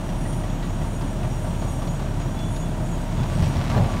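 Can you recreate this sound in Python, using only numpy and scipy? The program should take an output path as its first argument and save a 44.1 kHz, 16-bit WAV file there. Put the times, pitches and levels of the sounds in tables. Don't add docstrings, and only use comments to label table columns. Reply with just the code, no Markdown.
import sys
import numpy as np
from scipy import signal
from scipy.fft import rfft, irfft
from scipy.io import wavfile
from scipy.ndimage import uniform_filter1d

SR = 44100
rng = np.random.default_rng(int(sys.argv[2]) if len(sys.argv) > 2 else 0)


def generate_wav(signal):
    frames = np.transpose(np.atleast_2d(signal))
    scaled = np.clip(frames, -1, 1) * 32767
    pcm = np.round(scaled).astype(np.int16)
    wavfile.write(sys.argv[1], SR, pcm)


N = 176400

ARM_HZ = 1147.5
# frequency in Hz, relative level in dB.
RUMBLE_SPECTRUM = [(25, -30), (50, -31), (85, 0), (125, -1), (190, -8.5), (300, -21), (600, -34),
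                   (2000, -60)]


def undb(db):
    return 10 ** (np.asarray(db) / 20)


def unit(x):
    return x / np.sqrt(np.mean(x ** 2))


def clock():
    return np.arange(N) / SR


def noise():
    return rng.standard_normal(N)


def wander(per_s):
    hold = int(SR / per_s)
    steps = np.repeat(noise()[:N // hold + 1], hold)
    return unit(uniform_filter1d(uniform_filter1d(steps, hold), hold)[:N])


def colour(x, spectrum):
    hz, db = np.array(spectrum).T
    freqs = np.maximum(np.fft.rfftfreq(N, 1 / SR), 1)
    gain = undb(np.interp(np.log(freqs), np.log(hz), db))
    return unit(irfft(rfft(x) * gain, N))


def ring(hz, width_hz):
    freqs = np.fft.rfftfreq(N, 1 / SR)
    return unit(irfft(rfft(noise()) / (1 + ((freqs - hz) / width_hz) ** 2), N))


def tone(hz):
    return np.sqrt(2) * np.sin(2 * np.pi * (np.cumsum(hz) / SR + rng.random()))


def strikes(starts, levels_db, rise_s, fade_s):
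    t, power = clock(), 0
    for start, db in zip(starts, levels_db):
        rise = np.clip((t - start) / rise_s, 0, 1)
        fade = np.exp(-np.log(1000) * np.maximum(t - start - rise_s, 0) / fade_s)
        power = power + (undb(db) * rise * fade) ** 2
    return np.sqrt(power)


def grit(per_s, spread_db):
    clicks = (rng.random(N) < per_s / SR) * rng.choice([-1, 1], N)
    return clicks * undb(spread_db * np.minimum(rng.exponential(size=N), 4))


def machines(firing_hz):
    # frequency in Hz, relative level in dB.
    roar_spectrum = [(25, -82), (46, 0), (62, -9.5), (80, 0.5), (115, 2), (165, 0), (200, -7.5), (290, -10),
                     (410, -17.5), (500, -18.5), (635, -13.5), (730, -17), (820, -19.5), (940, -16.5),
                     (1080, -24), (1600, -27), (2100, -32), (3200, -32.5), (4900, -41.5), (6200, -39.5),
                     (9000, -42), (10200, -47.5), (13500, -51), (16000, -53)]
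    roar = colour(noise(), roar_spectrum)
    bass = signal.sosfiltfilt(signal.butter(2, 180, fs=SR, output="sos"), roar)
    chuff = 1 + 0.092 * tone(firing_hz) / np.sqrt(2)
    flicker = undb(0.44 * wander(25.66))
    return undb(-27) * (bass * flicker + (roar - bass) * chuff)


def housing():
    return undb(-46.5) * ring(629.4, width_hz=16)


def diesel(firing_hz):
    # multiple of the firing rate, level in dB relative to the lowest tone.
    overtones = [(2, -13), (3, -11.5), (4, -17), (5, -11.5), (6, -13.5), (7, -17.5), (8, -18), (10, -18)]
    hum = tone(firing_hz) * undb(wander(10))
    for multiple, db in overtones:
        hum = hum + undb(db) * tone(multiple * firing_hz) * (1 + 0.14 * wander(14))
    return undb(-29) * hum


def rubbed_note(hz, width_hz):
    tone_share, flicker_db = 0.75, 2
    held = tone(hz + 0.45 * width_hz * wander(100))
    note = np.sqrt(tone_share) * held + np.sqrt(1 - tone_share) * ring(hz, width_hz)
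    return note * undb(flicker_db * wander(18))


def steel():
    # pitch in Hz, width in Hz, base level in dB.
    notes = [(3440, 8, -74), (6735, 36, -61.5), (7483, 25, -68.5), (7973, 14, -69), (8398, 12, -75),
             (8651, 18, -65), (8972, 16, -66), (9110, 14, -68), (9170, 45, -67), (10261, 16, -76),
             (10406, 18, -75), (10756, 14, -73), (11423, 25, -76), (12877, 22, -74.5), (12990, 45, -76),
             (14675, 30, -76)]
    # time in seconds, relative level in dB.
    rubbing = [(0, -1.5), (.35, 2), (.6, -4), (.95, 3.5), (1.17, -2), (1.45, 4.5), (1.57, 1), (1.73, 5.5),
               (2.0, -1), (2.25, -1.5), (2.55, 4), (2.8, 0), (2.96, 3), (3.12, -2), (3.45, 4), (3.7, -2),
               (4.0, 1)]
    # middle in seconds, length in seconds, pitch in Hz, level in dB.
    squeals = [(0.335, 0.25, 8972, -52), (.3, 0.26, 9110, -58), (0.207, .06, 10406, -57),
               (.33, 0.22, 10406, -58), (.48, .08, 6735, -58), (1.21, .04, 3440, -57),
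               (1.44, 0.07, 6735, -56), (1.47, .06, 8651, -58), (1.737, 0.07, 8972, -53.5),
               (1.843, .09, 3440, -54), (1.9, 0.06, 6735, -49.5), (2.23, 0.09, 6735, -52.5),
               (2.325, .05, 6735, -52), (2.44, 0.155, 3440, -47), (2.61, 0.2, 6735, -54),
               (2.54, 0.08, 8972, -53.5), (2.55, .09, 10261, -56.5), (2.5, .09, 10756, -60),
               (2.65, 0.07, 3440, -53), (2.95, 0.1, 8972, -59), (3.205, 0.08, 3440, -52.5),
               (3.34, 0.075, 8651, -57.5), (3.47, 0.12, 8972, -59), (3.46, .1, 6735, -56),
               (3.925, .05, 6735, -53)]
    t = clock()
    rubbing_db = 2 + np.interp(t, *np.array(rubbing).T)
    out = sum(undb(db + rubbing_db) * rubbed_note(hz, width_hz) for hz, width_hz, db in notes)
    for middle, length, hz, db in squeals:
        swell = np.exp(-abs(2 * (t - middle) / length) ** 3)
        roughness = hz / 9000
        flutter_db = roughness * 2.4 * wander(90)
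        shaky_hz = hz * (1 + roughness * 0.0022 * wander(400))
        out = out + undb(db + flutter_db) * swell * tone(shaky_hz)
    return out


def scrape():
    # pitch in Hz, width in Hz, base level in dB.
    notes = [(5665, 40, -64), (5768, 20, -62)]
    # time in seconds, added level in dB.
    rubbing = [(0, -1), (.27, 2.5), (.68, -5), (.85, -1.5), (1.1, -2), (1.4, 2.5), (1.58, 1), (1.75, 4.5),
               (2.0, -.5), (2.6, 1), (2.83, -4), (3.1, 1), (3.52, 3), (3.7, -2), (4.0, 1)]
    swell = undb(np.interp(clock(), *np.array(rubbing).T))
    return swell * sum(undb(db) * rubbed_note(hz, width_hz) for hz, width_hz, db in notes)


def cracks():
    # start in seconds, snap level in dB, chip pitch in Hz, clack level in dB.
    snaps = [(.089, -50, 3200, -50), (0.329, -42, 3000, -46), (.499, -44, 3300, -53),
             (0.628, -45, 3800, -48), (1.012, -44, 3400, -55), (1.232, -45, 2700, -43),
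             (1.249, -49, 1800, -44), (1.549, -45, 3300, -52), (1.615, -47, 2900, -50),
             (1.873, -41, 4200, -48), (2.216, -44, 4300, -57), (2.389, -40, 4200, -52),
             (2.562, -40, 3700, -49), (3.232, -38, 2500, -47), (3.332, -49, 3100, -45),
             (3.423, -36, 1900, -41), (3.442, -38, 2660, -44), (3.455, -42, 5750, -50),
             (3.569, -40, 5500, -46), (3.680, -50, 3800, -46), (3.748, -45, 1600, -35),
             (3.770, -45, 3000, -41), (3.779, -47, 1640, -37), (3.962, -49, 2200, -40)]
    # frequency in Hz, relative level in dB.
    snap_spectrum = [(400, -22), (1500, -8), (3500, -8), (6500, -16), (10000, -25), (16000, -38)]
    starts, snap_db, pitches, clack_db = np.array(snaps).T
    crackle = colour(grit(per_s=13000, spread_db=1.9), snap_spectrum)
    out = crackle * strikes(starts, snap_db, rise_s=0.001, fade_s=0.05)
    for start, hz, db in zip(starts, pitches, clack_db):
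        out = out + ring(hz, width_hz=230) * strikes([start], [db], rise_s=0.001, fade_s=0.07)
    return out


def breaker():
    # start in seconds, knock level in dB, chisel level in dB.
    blows = [(.085, -40.5, -54), (.252, -44, -41), (.432, -38.5, -44), (0.621, -36, -45),
             (0.812, -38.5, -48), (1.008, -38, -58), (1.226, -38, -52), (1.44, -39, -62), (1.614, -36, -62),
             (1.815, -38, -60), (1.989, -38, -63), (2.195, -38, -51), (2.375, -54, -54), (2.57, -54, -67),
             (2.8, -46, -63)]
    # frequency in Hz, relative level in dB.
    knock_spectrum = [(200, -49), (400, 10), (650, 14.5), (950, 5), (1300, 3.5), (1800, -2.5), (3200, -3.5),
                      (6000, -12), (12000, -27)]
    chisel_hz, waver_hz, rise_s = 1933, 17.5, 0.006
    starts, knock_db, chisel_db = np.array(blows).T
    knock = colour(noise(), knock_spectrum) * strikes(starts, knock_db, rise_s, fade_s=0.28)
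    chisel = tone(chisel_hz + waver_hz * wander(200)) * strikes(starts, chisel_db, rise_s, fade_s=0.1)
    arm = ring(ARM_HZ, width_hz=25) * strikes(starts, knock_db - 7.5, rise_s, fade_s=0.48)
    return knock + chisel + arm


def collapse():
    # time in seconds, crumbling level in dB, rumble level in dB.
    stages = [(2.9, -53, -57), (3.15, -43, -35), (3.36, -39, -25.5), (3.44, -36.5, -24), (3.51, -37, -30.5),
              (3.575, -37.5, -24), (3.65, -36.5, -27), (3.77, -34, -22), (3.88, -38.5, -31),
              (4.0, -34.5, -46)]
    # frequency in Hz, relative level in dB.
    crumble_spectrum = [(200, -38), (600, 9), (1150, 1), (1800, -1.5), (3200, -5.5), (5500, -12),
                        (8000, -20), (16000, -34)]
    t = clock()
    times, crumble_db, rumble_db = np.array(stages).T
    chips = colour(grit(per_s=500, spread_db=3), crumble_spectrum)
    dust = 0.9 * colour(noise(), crumble_spectrum)
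    ringing = 0.47 * ring(ARM_HZ, width_hz=8.6)
    flicker_db = 1.1 * wander(60)
    crumble = unit(chips + dust + ringing) * undb(np.interp(t, times, crumble_db) + flicker_db)
    rumble = colour(noise(), RUMBLE_SPECTRUM) * undb(np.interp(t, times, rumble_db))
    return (crumble + rumble) * (t > times[0])


def slabs():
    # start in seconds, thud pitch in Hz, thud level in dB, crunch level in dB.
    pieces = [(0.111, 135, -29, -39.5), (.795, 145, -28.5, -42.5), (2.245, 112, -24, -38),
              (3.185, 125, -24, -32), (3.385, 170, -24, -38), (3.418, 88, -19, -42), (3.55, 88, -24, -39),
              (3.730, 189, -28.5, -27), (3.753, 90, -17, -29), (3.785, 170, -21, -28.5),
              (3.820, 100, -19.5, -30), (3.934, 100, -23, -33)]
    # frequency in Hz, relative level in dB.
    crunch_spectrum = [(100, -22), (200, 7), (280, -1), (420, -1), (700, 1), (950, -2.5), (1300, -18.5),
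                       (4000, -36), (12000, -59)]
    out = 0
    for start, hz, thud_db, crunch_db in pieces:
        wobbly_hz = hz * (1 + 0.12 * wander(90))
        thud = tone(wobbly_hz) + undb(-1) * colour(noise(), RUMBLE_SPECTRUM)
        crunch = colour(grit(per_s=4000, spread_db=0.88), crunch_spectrum)
        out = out + thud * strikes([start], [thud_db], rise_s=0.012, fade_s=0.22)
        out = out + crunch * strikes([start], [crunch_db], rise_s=0.012, fade_s=0.53)
    return out


def scene():
    firing_hz = 34.77 * (1 + 0.00302 * wander(5))
    engine = housing() + diesel(firing_hz) + machines(firing_hz)
    return (engine + breaker() + cracks() + steel() + scrape() + collapse() + slabs())[None]


def record(dry):
    top_hz = 15700
    return signal.sosfilt(signal.ellip(10, 0.2, 80, top_hz, fs=SR, output="sos"), dry)


dry = scene()
out = record(dry)
generate_wav(out)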